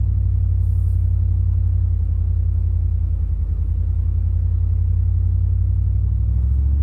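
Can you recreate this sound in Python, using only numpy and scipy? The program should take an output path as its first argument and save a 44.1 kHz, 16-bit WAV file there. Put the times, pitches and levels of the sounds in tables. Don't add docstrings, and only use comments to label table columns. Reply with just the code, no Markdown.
import sys
import numpy as np
from scipy import signal
from scipy.io import wavfile
from scipy.ndimage import uniform_filter1d

SR = 44100
rng = np.random.default_rng(int(sys.argv[2]) if len(sys.argv) > 2 else 0)


def transcribe(u):
    v = np.clip(np.atleast_2d(u).T, -1, 1)
    q = np.round(v * 32767).astype(np.int16)
    wavfile.write(sys.argv[1], SR, q)


def level_to_linear(level):
    exponent = np.asarray(level, float) / 20
    return 10 ** exponent


N = 300762

# time_s, speed (four-stroke cycles per s)
ENGINE_SPEED = [(0.0, 11.932), (0.52, 11.418), (1.1, 11.286), (1.42, 11.386), (1.8, 11.299), (1.9, 11.08),
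                (2.04, 10.638), (2.32, 10.963), (2.5, 10.927), (2.85, 10.902), (3.43, 10.214),
                (3.79, 10.61), (3.89, 10.692), (5.07, 11.229), (5.21, 11.177), (5.69, 11.609),
                (6.15, 12.117), (6.25, 12.251), (6.55, 13.543), (6.82, 14.163)]
# speed (cycles per s), roar_swell_db, trim_tap_db (peak, before unevenness)
SPEED_EFFECTS = [(10.6, .5, -69), (11.3, 0, -70), (11.8, 0, -62), (12.2, .5, -60), (12.5, 1.5, -62),
                 (12.7, 2.5, -55), (13.65, 2.5, -55), (13.78, 2, -65)]
# frequency_hz, density (dB per Hz)
ROAR_SPECTRUM = [(15, -59.5), (35, -70), (60, -66.5), (110, -67), (160, -70.5), (300, -80), (500, -85),
                 (700, -90.5), (1280, -96.5), (1520, -102), (2600, -107), (4500, -114), (7200, -120),
                 (8200, -116), (11000, -120), (15200, -128)]
# frequency_hz, width_hz, gain_db
CAB_RESONANCES = [(305, 4, 5.5), (356, 18, 1), (410, 11, 0.5), (514, 9.1, 5), (613, 22, 1), (866, 73, 5.5),
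                  (940, 50, -4), (1044, 22, 6.5), (1140, 56, 1), (1275, 67, 4.5), (1500, 220, 2.5),
                  (1860, 200, 3.5), (2070, 60, 1), (2400, 270, 3), (3830, 170, 2), (8300, 170, 4)]
# start_s, stop_s, tail_s, level_db (before the swell and drop)
HISS_EVENTS = [(0.565, 0.932, 0.27, -62.5), (3.56, 3.703, .13, -77.5)]
# frequency_hz, density (dB per Hz)
HISS_SPECTRUM = [(2350, -40), (4000, -10), (4450, -12), (5410, -10), (6140, -12), (7770, -6), (8400, -2),
                 (9330, 0), (13000, -5), (14300, -2), (15200, -5)]
# time_s, tick_db (peak), knock_db (peak of the dull knock under it)
TICK_EVENTS = [(0.414, -51.5, -55), (0.4593, -70, -53.5), (0.4997, -55, -67), (0.5510, -58, -68),
               (1.2503, -58, -54), (1.3789, -58, -50), (1.4910, -55.5, -56), (1.5362, -51, -45.5),
               (1.6783, -51.5, -63.5), (1.7794, -68, -47), (3.6282, -63.5, -46.5), (6.4291, -59.5, -45),
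               (6.4897, -58.5, -61)]
# frequency_hz, width_hz, relative_db
DASHBOARD_MODES = [(1100, 190, 3.5), (2000, 300, -8), (3500, 500, -9.5), (5500, 800, -16.5)]
# frequency_hz, width_hz, relative_db
TRIM_MODES = [(6000, 2000, -9), (8300, 300, -9), (9000, 1500, -1), (10400, 350, -6), (11500, 1800, 0),
              (14000, 2000, -5)]
LEFT_PIPE_SLOTS = [0, 3, 5, 6]
# order (per cycle), level_db (at the middle speed, before the cabin boom),
# slope (dB per cycle/s), bend (dB per (cycle/s) squared)
LOW_ORDERS = [(4, -55.9, 1.0, 2.5), (5, -20.5, 1.2, 0.2), (6, -33.0, 5.3, -3.2), (7, -32.8, -1.9, 1.5),
              (8, -19.5, -0.7, -2.3), (9, -45.5, -7.2, 1.2), (10, -51.3, -2.0, 0.7), (11, -53.8, -2.4, 1.2),
              (12, -62.0, -1.9, 0.4), (13, -46.6, 7.8, -3.0), (14, -57.2, -0.2, 0.0), (15, -59.2, 2.2, 0.0),
              (16, -56, -2.5, 2.5), (17, -57.1, -1.8, 0.0), (18, -58.2, 0.0, 0.0), (19, -57.0, -0.5, 0.0),
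              (20, -58.6, 0.1, 0.0), (21, -58, 0.6, 1), (22, -59.8, -2.9, 0.0), (23, -61.7, 1.0, 0.0),
              (24, -58.9, 0.1, 0.0), (25, -68.0, -0.4, 0.0), (26, -61.5, -0.6, 0.0), (27, -65.0, -0.4, 0.0),
              (28, -63.1, -0.6, 0.0), (29, -63.8, -0.1, 0.0)]
# frequency_hz, gain_db
CABIN_BOOM = [(50, -1.5), (58, -0.3), (66, 0.47), (74, -1), (82, -2), (90, 0.54), (98, -2), (110, 2.5),
              (130, 10.5), (155, 4), (175, 3.5), (200, -5), (230, -1), (265, -7.5), (295, 4), (320, -4.5),
              (400, 1.2)]
# frequency_hz, level_db (of one order, before wavering)
PIPE_LEVELS = [(300, -68.5), (340, -70.5), (420, -71.5), (520, -75), (700, -91)]
# frequency_hz, half_width_hz, phase_swing (half cycles)
CAB_AIR_MODES = [(65.4, 14, -1.57), (89.5, 10.8, 3), (92, 3, -1.19)]
# pitch_hz, level_db (peak, before wavering), waverings (per s)
STEADY_HUMS = [(215.5, -57.5, 2), (305, -59, 3)]


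def read(points, hz):
    f, value = np.transpose(points)
    return np.interp(np.log(hz + 1), np.log(f + 1), value)


def curve(rows):
    s, *columns = np.transpose(rows)
    return [np.interp(np.arange(N) / SR, s, c) for c in columns]


def by_speed(speed, axis):
    speeds, values = np.transpose(SPEED_EFFECTS)[[0, axis]]
    return np.interp(speed, speeds, values)


def evened(x):
    return x / np.sqrt(np.mean(x ** 2) + 1e-20)


def wander(per_s):
    knots = rng.standard_normal(200)
    return np.interp(np.arange(N) / SR * per_s, np.arange(200), knots)


def noise(colour, patchy_db, peaks=()):
    frames, hz = N // 512 + 5, np.fft.rfftfreq(2048, 1 / SR)
    real, imaginary, patches = rng.standard_normal((frames, 1025, 3)).T
    patches = uniform_filter1d(patches, size=20, axis=0)
    patches = evened(uniform_filter1d(patches, size=3, axis=1))
    peaks_db = sum(db / (1 + (2 * (hz - f) / width) ** 2) for f, width, db in peaks)
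    gain = level_to_linear(read(colour, hz) + peaks_db)
    spectra = (real + 1j * imaginary) * gain[:, None] * level_to_linear(patchy_db * patches)
    out = signal.istft(spectra, nperseg=2048, noverlap=1536)[1][:N]
    return evened(out) * np.sqrt(np.sum(gain ** 2) * SR / 2048)


def ring(clicks, modes):
    t = np.arange(1500) / SR
    shape = sum(level_to_linear(db) * np.exp(-np.pi * width * t) * np.sin(2 * np.pi * hz * t)
                for hz, width, db in modes)
    return signal.oaconvolve(clicks, shape / abs(shape).max())[:N]


def roar(speed):
    swell_db = by_speed(speed, axis=1) + 0.52 * wander(1.5)
    return noise(ROAR_SPECTRUM, patchy_db=1.3, peaks=CAB_RESONANCES) * level_to_linear(swell_db)


def hiss():
    rise_s, edge_s = 0.074, 0.032
    start_db, swell_db, drop_db, tail_db = -17.5, 3.5, -8, -7
    gain = 0
    for start, stop, tail, db in HISS_EVENTS:
        low_db = db + drop_db
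        envelope_db, = curve([
            (start - edge_s, -110),
            (start, db + start_db),
            (start + rise_s, db),
            (stop - rise_s * 2.0, db),
            (stop, db + swell_db),
            (stop + edge_s, low_db + swell_db),
            (stop + tail, low_db + tail_db),
            (stop + tail + rise_s, -110)])
        gain = gain + level_to_linear(envelope_db)
    return gain * evened(noise(HISS_SPECTRUM, patchy_db=1.5))


def knocks():
    clicks = np.zeros(N)
    for s, _, knock_db in TICK_EVENTS:
        clicks[round(s * SR)] += level_to_linear(knock_db)
    return ring(clicks, DASHBOARD_MODES)


def rebounds(taps):
    rate_per_s, settle_s, level_db = 3000, 0.003, -5
    rattle = signal.lfilter([1], [1, -np.exp(-1 / (settle_s * SR))], taps)
    rattle *= rng.standard_normal(N) * (rng.random(N) < rate_per_s / SR)
    return level_to_linear(level_db) * rattle


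def trim(speed, turns):
    lag_speed, lag = 12.7, 0.3
    grit_per_s = 40
    beats = 5 * turns - lag * np.maximum(speed - lag_speed, 0)
    new_beat = np.diff(np.floor(beats), prepend=np.inf) > 0
    uneven_db = 1.5 * wander(2.5) + 2.8 * rng.standard_normal(N)
    taps = new_beat * level_to_linear(by_speed(speed, axis=2) + uneven_db)
    grit_db = -71.5 + 4.9 * np.minimum(rng.exponential(1, N), 3)
    taps += level_to_linear(grit_db) * (rng.random(N) < grit_per_s / SR)
    for s, tick_db, _ in TICK_EVENTS:
        taps[round(s * SR)] += level_to_linear(tick_db)
    return ring(taps + rebounds(taps), TRIM_MODES)


def hums():
    t = np.arange(N) / SR
    return sum(level_to_linear(db + 2.7 * wander(per_s)) * np.cos(2 * np.pi * hz * t + 1.4 * wander(per_s))
               for hz, db, per_s in STEADY_HUMS)


def order(k, turns, speed, level_db):
    cab_lead = 2.23
    stroke = np.exp(-2j * np.pi * k / 8)
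    bank = sum(stroke ** slot for slot in LEFT_PIPE_SLOTS)
    lead = np.angle(bank + 0.01 * stroke)
    air = sum(swing * np.arctan((k * speed - hz) / width) for hz, width, swing in CAB_AIR_MODES)
    return -np.sqrt(2) * level_to_linear(level_db) * np.cos(2 * np.pi * k * turns + lead + cab_lead + air)


def low_orders(speed, turns):
    middle_speed = 11.5
    off = speed - middle_speed
    boom = 0
    for k, db, slope, bend in LOW_ORDERS:
        uneven_db = min(0.036 * max(k - 8, 0), 2.5) * wander(5.4)
        level_db = db + slope * off + bend * off ** 2 + read(CABIN_BOOM, k * speed)
        scatter = (k > 17) * rng.random()
        boom = boom + order(k, turns + scatter, speed, level_db + uneven_db)
    return boom


def upper_orders(speed, turns):
    total = 0
    for k in range(30, 60):
        level_db = read(PIPE_LEVELS, k * speed) + 3.0 * wander(1.5)
        total = total + order(k, turns + rng.random(), speed, level_db)
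    return total


def engine(speed, turns):
    return low_orders(speed, turns) + upper_orders(speed, turns)


def scene():
    start_turn = 0.549
    speed, = curve(ENGINE_SPEED)
    turns = start_turn + np.cumsum(speed) / SR
    background = roar(speed) + hiss() + hums()
    cab_parts = knocks() + trim(speed, turns)
    return (background + cab_parts + engine(speed, turns))[None]


def band_limit(x):
    return signal.sosfilt(signal.butter(12, 15310, fs=SR, output="sos"), x)


def record(dry):
    opening_s = 0.008
    rise = np.minimum(np.arange(N) / (opening_s * SR) + 0.1, 1)
    mix = dry * np.sin(np.pi / 2 * rise) ** 2
    return band_limit(mix)


dry = scene()
out = record(dry)
transcribe(out)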